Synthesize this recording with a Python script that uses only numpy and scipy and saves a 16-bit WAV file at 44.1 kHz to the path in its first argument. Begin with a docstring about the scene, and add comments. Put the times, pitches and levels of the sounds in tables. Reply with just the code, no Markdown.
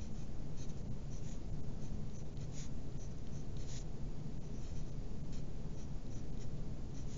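"""Pencil on paper, close up

A pencil draws small letters and lines on a sheet lying on a desk, in a quiet room with humming
ventilation. The tip ticks down and catches on paper fibres, which ring the pencil; between letters
the hand slides over the sheet. The desk microphone is narrow-band and adds its own hiss, and the
treble dips briefly now and then."""
import sys
import numpy as np
from scipy import signal
from scipy.fft import rfft, irfft
from scipy.io import wavfile
from scipy.ndimage import uniform_filter1d

SR = 44100
rng = np.random.default_rng(int(sys.argv[2]) if len(sys.argv) > 2 else 0)


def unload_wav(signal):
    """Save mono or channel-first audio to the path in sys.argv[1] as 16-bit WAV at rate SR, clipped to [-1, 1]."""
    wavfile.write(
        sys.argv[1],
        SR,
        np.round(np.clip(np.atleast_2d(signal).T, -1, 1) * 32767).astype(np.int16),
    )


N = 316197
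T = np.arange(N) / SR
FREQS = np.maximum(np.fft.rfftfreq(N, 1 / SR), 1)
TOP_HZ = 7270  # upper edge of the microphone's band

# modes of the pencil against the desk: pitch_hz, width_hz, level_db
PENCIL_MODES = [(1380, 470, -4.5), (1920, 330, -2), (2504, 330, 0), (3160, 290, 0.5), (3820, 360, 0.5),
                (4204, 330, 3.5), (5100, 740, -9.5), (5420, 560, 0.5), (6420, 830, 0), (7070, 190, 4.5)]


def pencil_strokes():
    """Fibre slips shake the pencil; some stroke directions ring the tip, others make the shaft rasp."""
    # strokes on the sheet: middle_s, length_s, level_db, ring_db, ring_pitch_hz, rasp_db
    strokes = [(0.037, 0.12, -62.5, -0.5, 5950, -3), (0.197, 0.17, -65.5, -3, 6170, -4.5),
               (0.615, 0.105, -57.7, 0, 6180, 5.5), (0.702, 0.04, -62, 0, 6150, -2),
               (0.792, .074, -68, -9, 6060, -5), (1.155, 0.11, -60.5, 4.5, 6000, -2),
               (1.85, 0.12, -64.5, -1, 6150, -1), (1.94, .04, -72, 3, 6150, -2),
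               (2.18, 0.1, -62, 4, 6120, -3.5), (2.426, 0.073, -62, -8, 6100, -2),
               (3.024, 0.12, -61, 5.5, 6080, -2), (3.118, .034, -67, 0, 6100, -3),
               (3.183, .016, -67, 3, 6230, -6), (3.374, 0.12, -62.5, 4, 6080, -4),
               (3.62, 0.095, -61, -7, 6200, 0), (4.456, .098, -70, 4, 6040, -2),
               (4.586, 0.15, -67.5, 4, 5850, -5), (4.674, 0.15, -65, -20, 5900, -4.5),
               (4.783, 0.11, -64, -1, 5900, -2), (4.894, 0.11, -68.5, -4, 6000, 4),
               (5.342, 0.045, -59, -14, 5700, -1), (5.378, .056, -62, -12, 5700, -2),
               (5.803, 0.12, -63, 1, 5920, -1), (6.158, 0.12, -62, 1, 5900, -3),
               (6.423, .06, -60, -4, 5650, -4), (6.988, 0.11, -60.5, 2.5, 5970, -3)]
    tip_width_hz = 620
    slips = fibre_slips(per_second=12000, scatter_db=2.2, patchy_db=1.2)
    shaft = unit(through(slips, resonances(PENCIL_MODES)))
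    rasp = through(shaft, band(3600, 4900))  # the modes a firm stroke drives hardest
    catches = fibre_slips(per_second=9000, scatter_db=2.5, patchy_db=1.2)
    out = np.zeros(N)
    for middle, length, level_db, ring_db, pitch_hz, rasp_db in strokes:
        moving = np.abs(T - middle) < length / 2
        tip_band_hz = [pitch_hz - tip_width_hz / 2, pitch_hz + tip_width_hz / 2]
        tip_filter = signal.butter(3, tip_band_hz, "band", fs=SR, output="sos")
        tip = unit(signal.sosfilt(tip_filter, catches[moving]))
        ring = amp(ring_db)
        body = unit(shaft[moving] + (amp(rasp_db) - 1) * rasp[moving])
        speed = gesture(middle, length, rise_share=0.47, power=0.91)[moving]
        out[moving] += amp(level_db) * speed * (body + ring * tip) / np.hypot(1, ring)
    return out


def tip_taps():
    """Each landing is a dry tick of crumbling graphite, only partly coloured by the pencil's modes."""
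    # the tip touches down: start_s, relative_force_db
    landings = [(2.0985, -55), (2.372, -49.5), (2.9235, -59.5), (3.179, -62), (3.2705, -51.5),
                (3.5683, -50.5), (3.571, -49), (5.328, -51), (6.066, -59.5), (6.375, -53.5)]
    # tone of the tick: frequency_hz, gain_db
    tick_colour = [(1000, -11.5), (2900, -3), (3950, 6), (5200, -7), (7200, -4)]
    size, decay_s = int(.02 * SR), .0014
    bare_tick_db, body_gain_db = -0.5, 18.5
    pushes = np.zeros(N)
    for start_s, force_db in landings:
        start = int(start_s * SR)
        push = np.exp(-np.arange(size) / SR / decay_s) * rng.standard_normal(size)
        pushes[start:start + size] += amp(force_db) * push / np.linalg.norm(push)
    body = np.hypot(np.abs(resonances(PENCIL_MODES)), amp(bare_tick_db)) * colour(tick_colour)
    return amp(body_gain_db) * through(pushes, body)


def hand_slides():
    """Skin touches many fibres at once: a smoother, broader swish, fuller when it presses harder."""
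    # the side of the hand shifts on the sheet: middle_s, length_s, level_db, pressure_boost_db
    slides = [(1.295, 0.19, -60, -1), (2.599, 0.18, -54, 1), (3.742, 0.19, -53.5, 3.5),
              (7.147, 0.18, -58.5, 0.5)]
    # tone of skin rubbing on paper: frequency_hz, gain_db
    skin_colour = [(600, -10), (1400, -13), (1950, -6.5), (2700, -10), (3100, -8.5), (3400, -7), (4100, -5),
                   (4450, -11.5), (5150, -5.5), (5450, -7), (5900, 1), (6250, -2), (6600, 2.5), (7200, -2)]
    slips = fibre_slips(per_second=25000, scatter_db=1.5, patchy_db=.8)
    rub = unit(through(slips, colour(skin_colour) * (FREQS < TOP_HZ)))
    pressed = through(rub, band(3400, 5700))  # the part that grows with pressure
    out = np.zeros(N)
    for middle, length, level_db, boost_db in slides:
        speed = gesture(middle, length, rise_share=0.55, power=1.09)
        out += amp(level_db) * speed * (rub + (amp(boost_db) - 1) * pressed)
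    return out


def room_tone():
    """Steady ventilation air hums in the narrow resonances of duct and room, with mic hiss on top."""
    # ventilation rumble running out into microphone hiss: frequency_hz, density_db_per_hz
    air = [(4, -59.5), (14, -56.5), (30, -59.5), (48, -71), (75, -75), (140, -75), (195, -80), (270, -77.5),
           (305, -83), (650, -90), (820, -94), (1000, -98.5), (1500, -104), (3200, -107.4), (7200, -106.6)]
    # room and duct resonances: pitch_hz, width_hz, density_db_per_hz
    hum_modes = [(64.2, 10, -66.5), (81.5, 13, -71), (103, 24, -72), (123.5, 12, -67), (143.2, 12, -64),
                 (159.9, 8.2, -68), (180.8, 8.9, -72.5), (212, 7, -68), (225, 7.9, -72.5),
                 (248.6, 7.1, -74), (322, 6.1, -81.5), (338.6, 15, -81.5), (408.3, 11, -80.5),
                 (425, 13, -80.5), (463, 24, -88), (505, 3.4, -85.5)]
    hum_power = sum(amp(db) ** 2 / (1 + ((FREQS - hz) / width) ** 2 * 2) ** 2
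                    for hz, width, db in hum_modes)
    # higher up the room's modes crowd into a fine ripple that fades under the hiss
    ripple_db = np.interp(FREQS, [300, 550, 1000, 2000], [0, 1.6, 1.3, .6])
    ripple_shape = unit(uniform_filter1d(rng.standard_normal(len(FREQS)), size=80))
    air_power = (colour(air) * amp(ripple_db * ripple_shape)) ** 2
    density = np.sqrt(air_power + hum_power)
    return through(rng.standard_normal(N), density * np.sqrt(SR / 2))


def fibre_slips(per_second, scatter_db, patchy_db):
    """Tiny slips over paper fibres, unequal in size and bunched in rough patches."""
    slips = (rng.random(N) < per_second / SR) * rng.standard_normal(N)
    sizes = amp(scatter_db * rng.standard_normal(N))
    patches = amp(patchy_db * wander(rate_hz=110))
    return unit(slips * sizes * patches)


def gesture(middle, length, rise_share, power):
    """An arch that rises from zero to one over rise_share of its length, then falls back."""
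    progress = (T - middle) / length + .5
    angle = np.interp(progress, [0, rise_share, 1], [0, np.pi / 2, np.pi])
    return np.maximum(np.sin(angle), 0) ** power


def wander(rate_hz):
    """Smooth random drift with an rms of one."""
    size = int(SR / rate_hz)
    steps = np.repeat(rng.standard_normal(N // size + 1), size)
    return unit(uniform_filter1d(steps, size)[:N])


def resonances(modes):
    """Causal response of steep-sided resonances whose powers add up."""
    power = sum(amp(db) ** 2 / (1 + ((FREQS ** 2 - hz ** 2) / (FREQS * width)) ** 2) ** 2
                for hz, width, db in modes)
    cepstrum = irfft(np.log(power), N)
    return np.exp(rfft(cepstrum * (np.arange(N) < N // 2)) - cepstrum[0] / 2)


def colour(points):
    """Gain per frequency through (Hz, dB) points."""
    hz, db = np.transpose(points)
    return amp(np.interp(np.log(FREQS), np.log(hz), db))


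def band(low_hz, high_hz):
    """Gain per frequency of a steep band-pass."""
    return 1 / (1 + (low_hz / FREQS) ** 16) / (1 + (FREQS / high_hz) ** 40)


def through(x, response):
    """Filter by a frequency response."""
    return irfft(rfft(x) * response, N)


def amp(db):
    """Decibels to gain."""
    return 10 ** (np.asarray(db) / 20)


def unit(x):
    """Scale to an rms of one."""
    return x / np.sqrt(np.mean(x ** 2))


def scene():
    """Writing close to the desk microphone, in mono, with the room behind it."""
    return (pencil_strokes() + tip_taps() + hand_slides() + room_tone())[None]


def record(dry):
    """The treble dips now and then; the converter passes a narrow band, sits off zero and adds hiss."""
    # brief dips in the treble: middle_s, length_s, depth_db
    dips = [(0.134, 0.015, -7), (0.242, .018, -3), (0.834, 0.025, -5), (0.897, .022, -18),
            (1.303, .016, -5), (1.516, 0.024, -8), (1.622, 0.023, -14), (2.179, 0.016, -16),
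            (2.24, .022, -6), (2.35, 0.017, -11), (2.987, .022, -13), (3.80, 0.02, -8), (4.397, 0.025, -13),
            (4.909, 0.017, -11), (5.227, .02, -9), (5.762, 0.02, -5), (6.148, 0.014, -9),
            (6.316, 0.018, -12)]
    hiss_db, converter_top_hz, dc_offset = -94.5, 15700, -.0102
    dip_db = sum(db * gesture(middle, length, rise_share=0.37, power=0.26) for middle, length, db in dips)
    treble = through(dry, band(1050, 5900))
    dipped = dry + (amp(dip_db) - 1) * treble
    narrow = signal.sosfilt(signal.ellip(12, .2, 70, TOP_HZ, fs=SR, output="sos"), dipped)
    hiss = amp(hiss_db) * rng.standard_normal(N)
    converter_lowpass = signal.ellip(8, .2, 70, converter_top_hz, fs=SR, output="sos")
    return dc_offset + signal.sosfilt(converter_lowpass, narrow + hiss)


dry = scene()
out = record(dry)
unload_wav(out)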